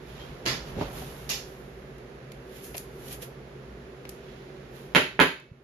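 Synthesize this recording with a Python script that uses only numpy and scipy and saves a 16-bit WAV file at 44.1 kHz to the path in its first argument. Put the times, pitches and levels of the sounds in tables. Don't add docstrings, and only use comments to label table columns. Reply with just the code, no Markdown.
import sys
import numpy as np
from scipy import signal
from scipy.fft import rfft, irfft, next_fast_len
from scipy.io import wavfile
from scipy.ndimage import uniform_filter1d

SR = 44100
rng = np.random.default_rng(int(sys.argv[2]) if len(sys.argv) > 2 else 0)


def inscribe(sig):
    pcm = np.round(np.clip(np.atleast_2d(sig).T, -1, 1) * 32767)
    wavfile.write(sys.argv[1], SR, pcm.astype(np.int16))


N = 248635

# frequency in Hz, level in dB.
FAN_COLOUR = [(15, -54.5), (25, -37), (39, -13), (60, 3.5), (93, -22), (135, 2), (171, -13), (241, -5),
              (305, -13), (376, -4), (418, -7), (452, -6), (874, -19.5), (1780, -20), (8190, -41),
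              (12500, -43), (13500, -66)]
SLEEVE_COLOUR = [(2000, -26), (5000, 1.5), (7500, 5), (10000, 7), (12500, 11.5), (14000, -28)]
FINGER_COLOUR = [(100, -43.5), (500, 14), (1000, -2), (2200, 7), (3300, 7.5), (4500, 2), (7000, -5.5),
                 (10000, -22)]
HAND_COLOUR = [(25, -16), (55, 8.5), (95, -9.5), (135, 5.5), (250, -9.5), (600, -7.5), (1500, -15),
               (4000, -35.5)]
SWISH_COLOUR = [(50, -4), (130, -8.5), (400, 6), (950, 1.5), (1800, 3), (3000, 2), (4300, 3), (6500, -2),
                (9000, -14), (12500, -8.5), (14000, -21)]
BUMP_COLOUR = [(25, -27.5), (55, -9), (130, 4), (300, -5), (550, -1), (820, -1), (1200, -8), (6000, -1)]
TICK_COLOUR = [(200, -7), (1000, -25), (2300, 0), (4000, -1), (7000, -3), (10000, 0), (12500, 1.5),
               (14000, -20.5)]
RAP_COLOUR = [(40, -17.5), (110, -2.5), (170, 0.5), (400, 2), (750, -1.5), (900, 2.5), (1200, -1),
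              (1700, 3.5), (2700, 0.5), (4000, -5), (5500, -18), (7200, -17.5), (9000, -27.5),
              (11000, -8.5), (13500, -28)]
# pitch in Hz, half width in Hz, level in dB.
FAN_DRONES = [(56, 4, -64), (134.7, 6.7, -54.5), (191, 12, -60), (383, 24, -53)]
# peak time in seconds, sleeve hiss in dB, finger rub in dB,
# rise and fall in seconds.
PUSHES = [(0.095, -63.5, -55.5, 0.11, .22), (0.21, -66.5, -50.5, 0.28, 0.49),
          (0.69, -58, -46.5, 0.084, 0.084), (0.819, -58, -40.5, 0.1, 0.12),
          (0.98, -47.5, -45.5, 0.15, 0.32), (1.2, -57.5, -54, 0.43, 0.68), (1.48, -63, -63, .15, 0.36),
          (2.57, -53, -51, 0.12, 0.17), (2.645, -44.5, -52.5, .035, 0.13), (2.78, -39, -47.5, 0.029, 0.042),
          (3.085, -50.5, -51, .2, .1), (3.132, -42, -44.5, 0.074, 0.052), (3.228, -41, -42, 0.023, 0.043),
          (4.3, -75, -57, 0.46, .9), (4.76, -59, -55, 0.067, 0.27)]
# peak time in seconds, level in dB, rise and fall in seconds.
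HAND_MOVES = [(0.2, -47.5, 0.39, 1.5), (0.87, -39, 1, 0.81), (3.1, -48.5, 0.56, .4)]
# peak time in seconds, pitch in Hz, level in dB, half length in seconds.
THUDS = [(5.52, 125, -24, .0035)]
SQUEAKS = [(0.21, 3200, -49, 0.014), (0.246, 3180, -50, 0.008)]
# start in seconds, level in dB, fade time in seconds,
# treble tilt in dB per octave, extra level of the snap in dB.
SWISHES = [(0.455, -20.5, 0.22, -1, 10), (1.291, -21.5, 0.14, 3, 6)]
# start in seconds, level in dB, fade time in seconds, treble cutoff in Hz.
BUMPS = [(0.459, -37.5, 0.57, 248), (0.759, -33, 0.27, 450), (0.778, -28.5, 0.21, 600),
         (0.810, -20, 0.086, 1000), (1.017, -33.5, 0.079, 1000), (2.747, -33, 0.059, 1100)]
# start in seconds, level in dB, treble tilt in dB per octave.
TICKS = [(1.3, -18.5, 1), (1.981, -46.5, -3), (2.318, -35, -3.5), (2.743, -26.5, -9), (2.751, -31, -8),
         (2.767, -26, 6), (2.779, -29, 1), (3.081, -33, 1), (3.109, -33, -5), (3.127, -28, 4),
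         (4.052, -29, -12), (4.091, -29.5, 1.5), (5.399, -35, -4)]
# start in seconds, level in dB, treble cutoff in Hz.
RAP_HITS = [(4.949, -15.5, 11100), (5.1920, -10.5, 2040), (5.201, -9.5, 12300)]
# pitch in Hz, width in Hz, boost in dB.
HOLDER_PEAKS = [(888, 88, 1), (1557, 110, 7), (2150, 110, 1.5), (2540, 150, 5.5), (3110, 110, 3)]
# pitch in Hz, level in dB, fade time in seconds.
RING_NOTES = [(170.6, 20.5, 0.095), (204, 10, 0.12), (257, 15.5, 0.19), (382, 9, 0.29), (533, 8.5, .2),
              (610, 1, 0.36), (866, 6, 0.13), (926, 3, 0.1), (1013, 10.5, 0.2), (2237, 6, 0.45),
              (2610, 1, 0.47)]
# delay in seconds, level in dB.
WALL_ECHOES = [(.0029, -13), (.0046, -6.5), (.0082, -0.5), (0.01, -1), (0.0148, 3.5), (0.0271, -6),
               (.0337, -20)]
# frequency in Hz, fade time in seconds.
ROOM_FADES = [(100, 0.3), (600, 0.29), (2000, 0.32), (5500, 0.36), (12000, 0.27)]
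# frequency in Hz, likeness from 0 (unrelated) to 1 (the same).
STEREO_LIKENESS = [(100, 0.958), (350, 1), (650, 0.31), (1100, 0.033), (3000, 0.013)]


def amp(db):
    return 10 ** (np.asarray(db) / 20)


def unit(x):
    return x / np.sqrt(np.mean(x ** 2) + 1e-20)


def along(points, hz):
    freqs, values = np.transpose(points)
    return np.interp(np.log(hz + 1), np.log(freqs + 1), values)


def filtered(x, response):
    n = x.shape[-1]
    padded = next_fast_len(n + 8192)
    return irfft(rfft(x, padded) * response(np.fft.rfftfreq(padded, 1 / SR)), padded)[..., :n]


def soft(hz, cutoff_hz):
    return 1 / np.sqrt(1 + (hz / cutoff_hz) ** 6)


def add(track, s, sound):
    part = track[..., round(s * SR):][..., :sound.shape[-1]]
    part += sound[..., :part.shape[-1]]


def pan(right_db):
    return amp(np.array([[-.5], [.5]]) * right_db)


def diffuse(pair):
    angle = lambda hz: np.arccos(np.clip(along(STEREO_LIKENESS, hz), -1, 1)) / 2
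    mid, side = filtered(pair, lambda hz: np.array([np.cos(angle(hz)), np.sin(angle(hz))]))
    return np.array([mid + side, mid - side])


def friction(response, grain_db, size=N):
    slips = unit(uniform_filter1d(rng.standard_normal(size), size=60))
    noise = rng.standard_normal((2, size)) * amp(grain_db * slips)
    return unit(filtered(diffuse(noise), response))


def scrape(response, fade_s, rise_s, grain_db):
    t = np.arange(SR // 2) / SR
    return friction(response, grain_db, size=len(t)) * (1 - np.exp(-t / rise_s)) * amp(-60 * t / fade_s)


def swell(peak_s, rise_s, fall_s, depth_db=20):
    t = np.arange(N) / SR - peak_s
    return amp(-depth_db * np.maximum(-t / rise_s, t / fall_s))


def room(x, build_s=0.0079):
    hz, t, spectra = signal.stft(diffuse(rng.standard_normal((2, SR // 2))), SR, nperseg=256)
    tail = signal.istft(spectra * amp(-60 * t / along(ROOM_FADES, hz)[:, None]), SR, nperseg=256)[1]
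    tail *= 1 - np.exp(-(np.arange(tail.shape[1]) / SR / build_s) ** 2)
    return signal.fftconvolve(x[None], tail / np.linalg.norm(tail[0]), axes=1)[:, :N]


def fan(air_db=-45.5):
    noise = lambda response: unit(filtered(diffuse(rng.standard_normal((2, N))), response))
    air = amp(air_db) * noise(lambda hz: amp(along(FAN_COLOUR, hz)))
    drone = sum(amp(db) * noise(lambda hz: 1 / (1 + ((hz - pitch) / width) ** 2))
                for pitch, width, db in FAN_DRONES)
    right_db = [(150, 0.9), (400, 1.8), (900, 6.0), (10000, 1.5)]
    return filtered(air + drone, lambda hz: pan(along(right_db, hz)))


def sliding(sleeve_db=1, finger_db=-1, room_db=-10):
    hiss = pan(2.0) * friction(lambda hz: amp(along(SLEEVE_COLOUR, hz)), grain_db=1.5)
    rub = pan(6.5) * friction(lambda hz: amp(along(FINGER_COLOUR, hz)), grain_db=2.0)
    pushes = [amp([[hiss_db], [rub_db]]) * swell(s, rise, fall)
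              for s, hiss_db, rub_db, rise, fall in PUSHES]
    slide, press = np.linalg.norm(pushes, axis=0)
    out = amp(sleeve_db) * slide * hiss + amp(finger_db) * press * rub
    return out + amp(room_db) * room(out[0])


def handling():
    t = np.arange(N) / SR
    moves = [amp(db) * swell(s, rise, fall) for s, db, rise, fall in HAND_MOVES]
    rustle = friction(lambda hz: amp(along(HAND_COLOUR, hz)), grain_db=2.5)
    out = np.linalg.norm(moves, axis=0) * rustle
    for s, hz, db, half in THUDS:
        out += amp(db) * np.exp(-((t - s) / half) ** 2 / 2) * np.sin(2 * np.pi * hz * (t - s))
    return pan(2.0) * out


def squeaks():
    t = np.arange(N) / SR
    whistle = lambda pitch: friction(lambda hz: np.exp(-((hz - pitch) / 60) ** 2), grain_db=-6)
    return sum(amp(db) * np.exp(-((t - s) / half) ** 2 / 2) * whistle(pitch)
               for s, pitch, db, half in SQUEAKS)


def swishes(direct_db=-6, room_db=-1, snap_fade_s=0.023):
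    out = np.zeros((2, N))
    for s, db, fade_s, tilt, snap_db in SWISHES:
        colour = lambda hz: amp(along(SWISH_COLOUR, hz) + tilt * np.log2(np.maximum(hz, 1000) / 2000))
        add(out, s, amp(db) * scrape(colour, fade_s, rise_s=0.0019, grain_db=4.5))
        snap = scrape(colour, snap_fade_s, rise_s=0.0021, grain_db=8.0)
        add(out, s + 0.0074, amp(db + snap_db) * snap)
    heard = amp(direct_db) * out + amp(room_db) * room(out[0])
    right_db = [(150, 0.79), (1500, 3.0), (5000, 4.5), (11000, 6.0)]
    return filtered(heard, lambda hz: pan(along(right_db, hz)))


def bumps(room_db=-10):
    out = np.zeros((2, N))
    for s, db, fade_s, cutoff_hz in BUMPS:
        colour = lambda hz: amp(along(BUMP_COLOUR, hz)) * soft(hz, cutoff_hz)
        add(out, s, amp(db) * scrape(colour, fade_s, rise_s=.002, grain_db=2))
    return pan(2.1) * (out + amp(room_db) * room(out[0]))


def ticks(fade_s=0.021, room_db=-9):
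    out = np.zeros((2, N))
    for s, db, tilt in TICKS:
        colour = lambda hz: amp(along(TICK_COLOUR, hz) + tilt * np.log2(np.maximum(hz, 1000) / 4000))
        add(out, s, amp(db) * scrape(colour, fade_s, rise_s=.001, grain_db=3))
    return out + amp(room_db) * room(out[0])


def clack(cutoff_hz, size=4096):
    hz = np.fft.rfftfreq(size, 1 / SR)
    holder_db = sum(db / (1 + (2 * (hz - pitch) / width) ** 2) for pitch, width, db in HOLDER_PEAKS)
    spectrum = amp(along(RAP_COLOUR, hz) + holder_db) * soft(hz, cutoff_hz)
    cepstrum = irfft(np.log(np.maximum(spectrum, 1e-6)))
    cepstrum[1:size // 2] *= 2
    cepstrum[size // 2 + 1:] = 0
    pulse = irfft(np.exp(rfft(cepstrum)))
    return pulse / np.linalg.norm(pulse)


def chatter(fade_s=.009):
    t = np.arange(SR // 8) / SR
    spectrum = rfft(rng.standard_normal(len(t)) * amp(-60 * t / fade_s), SR)
    return irfft(spectrum / np.abs(spectrum), SR)[:len(t)]


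def raps(level_db=35, ring_db=-50, near_db=-13.5):
    hits, ring = np.zeros(N), np.zeros((2, N))
    t = np.arange(SR // 2) / SR
    onset = 1 - np.exp(-(t / 0.013) ** 2)
    for s, db, cutoff_hz in RAP_HITS:
        add(hits, s, amp(db) * signal.fftconvolve(chatter(), clack(cutoff_hz)))
        for hz, note_db, fade_s in RING_NOTES:
            phase = 2 * np.pi * hz * (s + t) + rng.normal(0, min(hz / 900, 2), (2, 1))
            add(ring, s, amp(db + ring_db + note_db - 60 * t / fade_s) * onset * np.sin(phase))
    near = hits * pan(7)
    for delay, db in WALL_ECHOES:
        for side, gain in zip(near, pan(9.3)):
            add(side, delay + rng.normal(0, .0001), gain * amp(db) * hits)
    right_db = [(150, 1), (500, 4), (2000, 2.0), (5000, 2.9), (11000, 4.9)]
    far = filtered(ring + room(hits, build_s=.01), lambda hz: pan(along(right_db, hz)))
    return amp(level_db) * (amp(near_db) * near + far)


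def gain_control(x, ceiling_db=-13, recovery_db_per_s=3.0):
    power = np.abs(uniform_filter1d(np.mean(x ** 2, axis=0), size=500))
    excess_db = np.maximum(10 * np.log10(power + 1e-12) - ceiling_db, 0)
    creep_db = recovery_db_per_s * np.arange(N) / SR
    return x * amp(creep_db - np.maximum.accumulate(excess_db + creep_db))


def scene():
    return raps() + swishes() + bumps() + handling() + ticks() + sliding() + squeaks() + fan()


def record(dry, notch_hz=8300, notch_width_hz=650, notch_db=-17, top_hz=13300):
    coloured = filtered(dry, lambda hz: amp(notch_db * np.exp(-((hz - notch_hz) / notch_width_hz) ** 2)))
    clipped = np.clip(gain_control(coloured), -.95, .95)
    return filtered(clipped, lambda hz: 1 / np.sqrt(1 + (hz / top_hz) ** 160))


dry = scene()
out = record(dry)
inscribe(out)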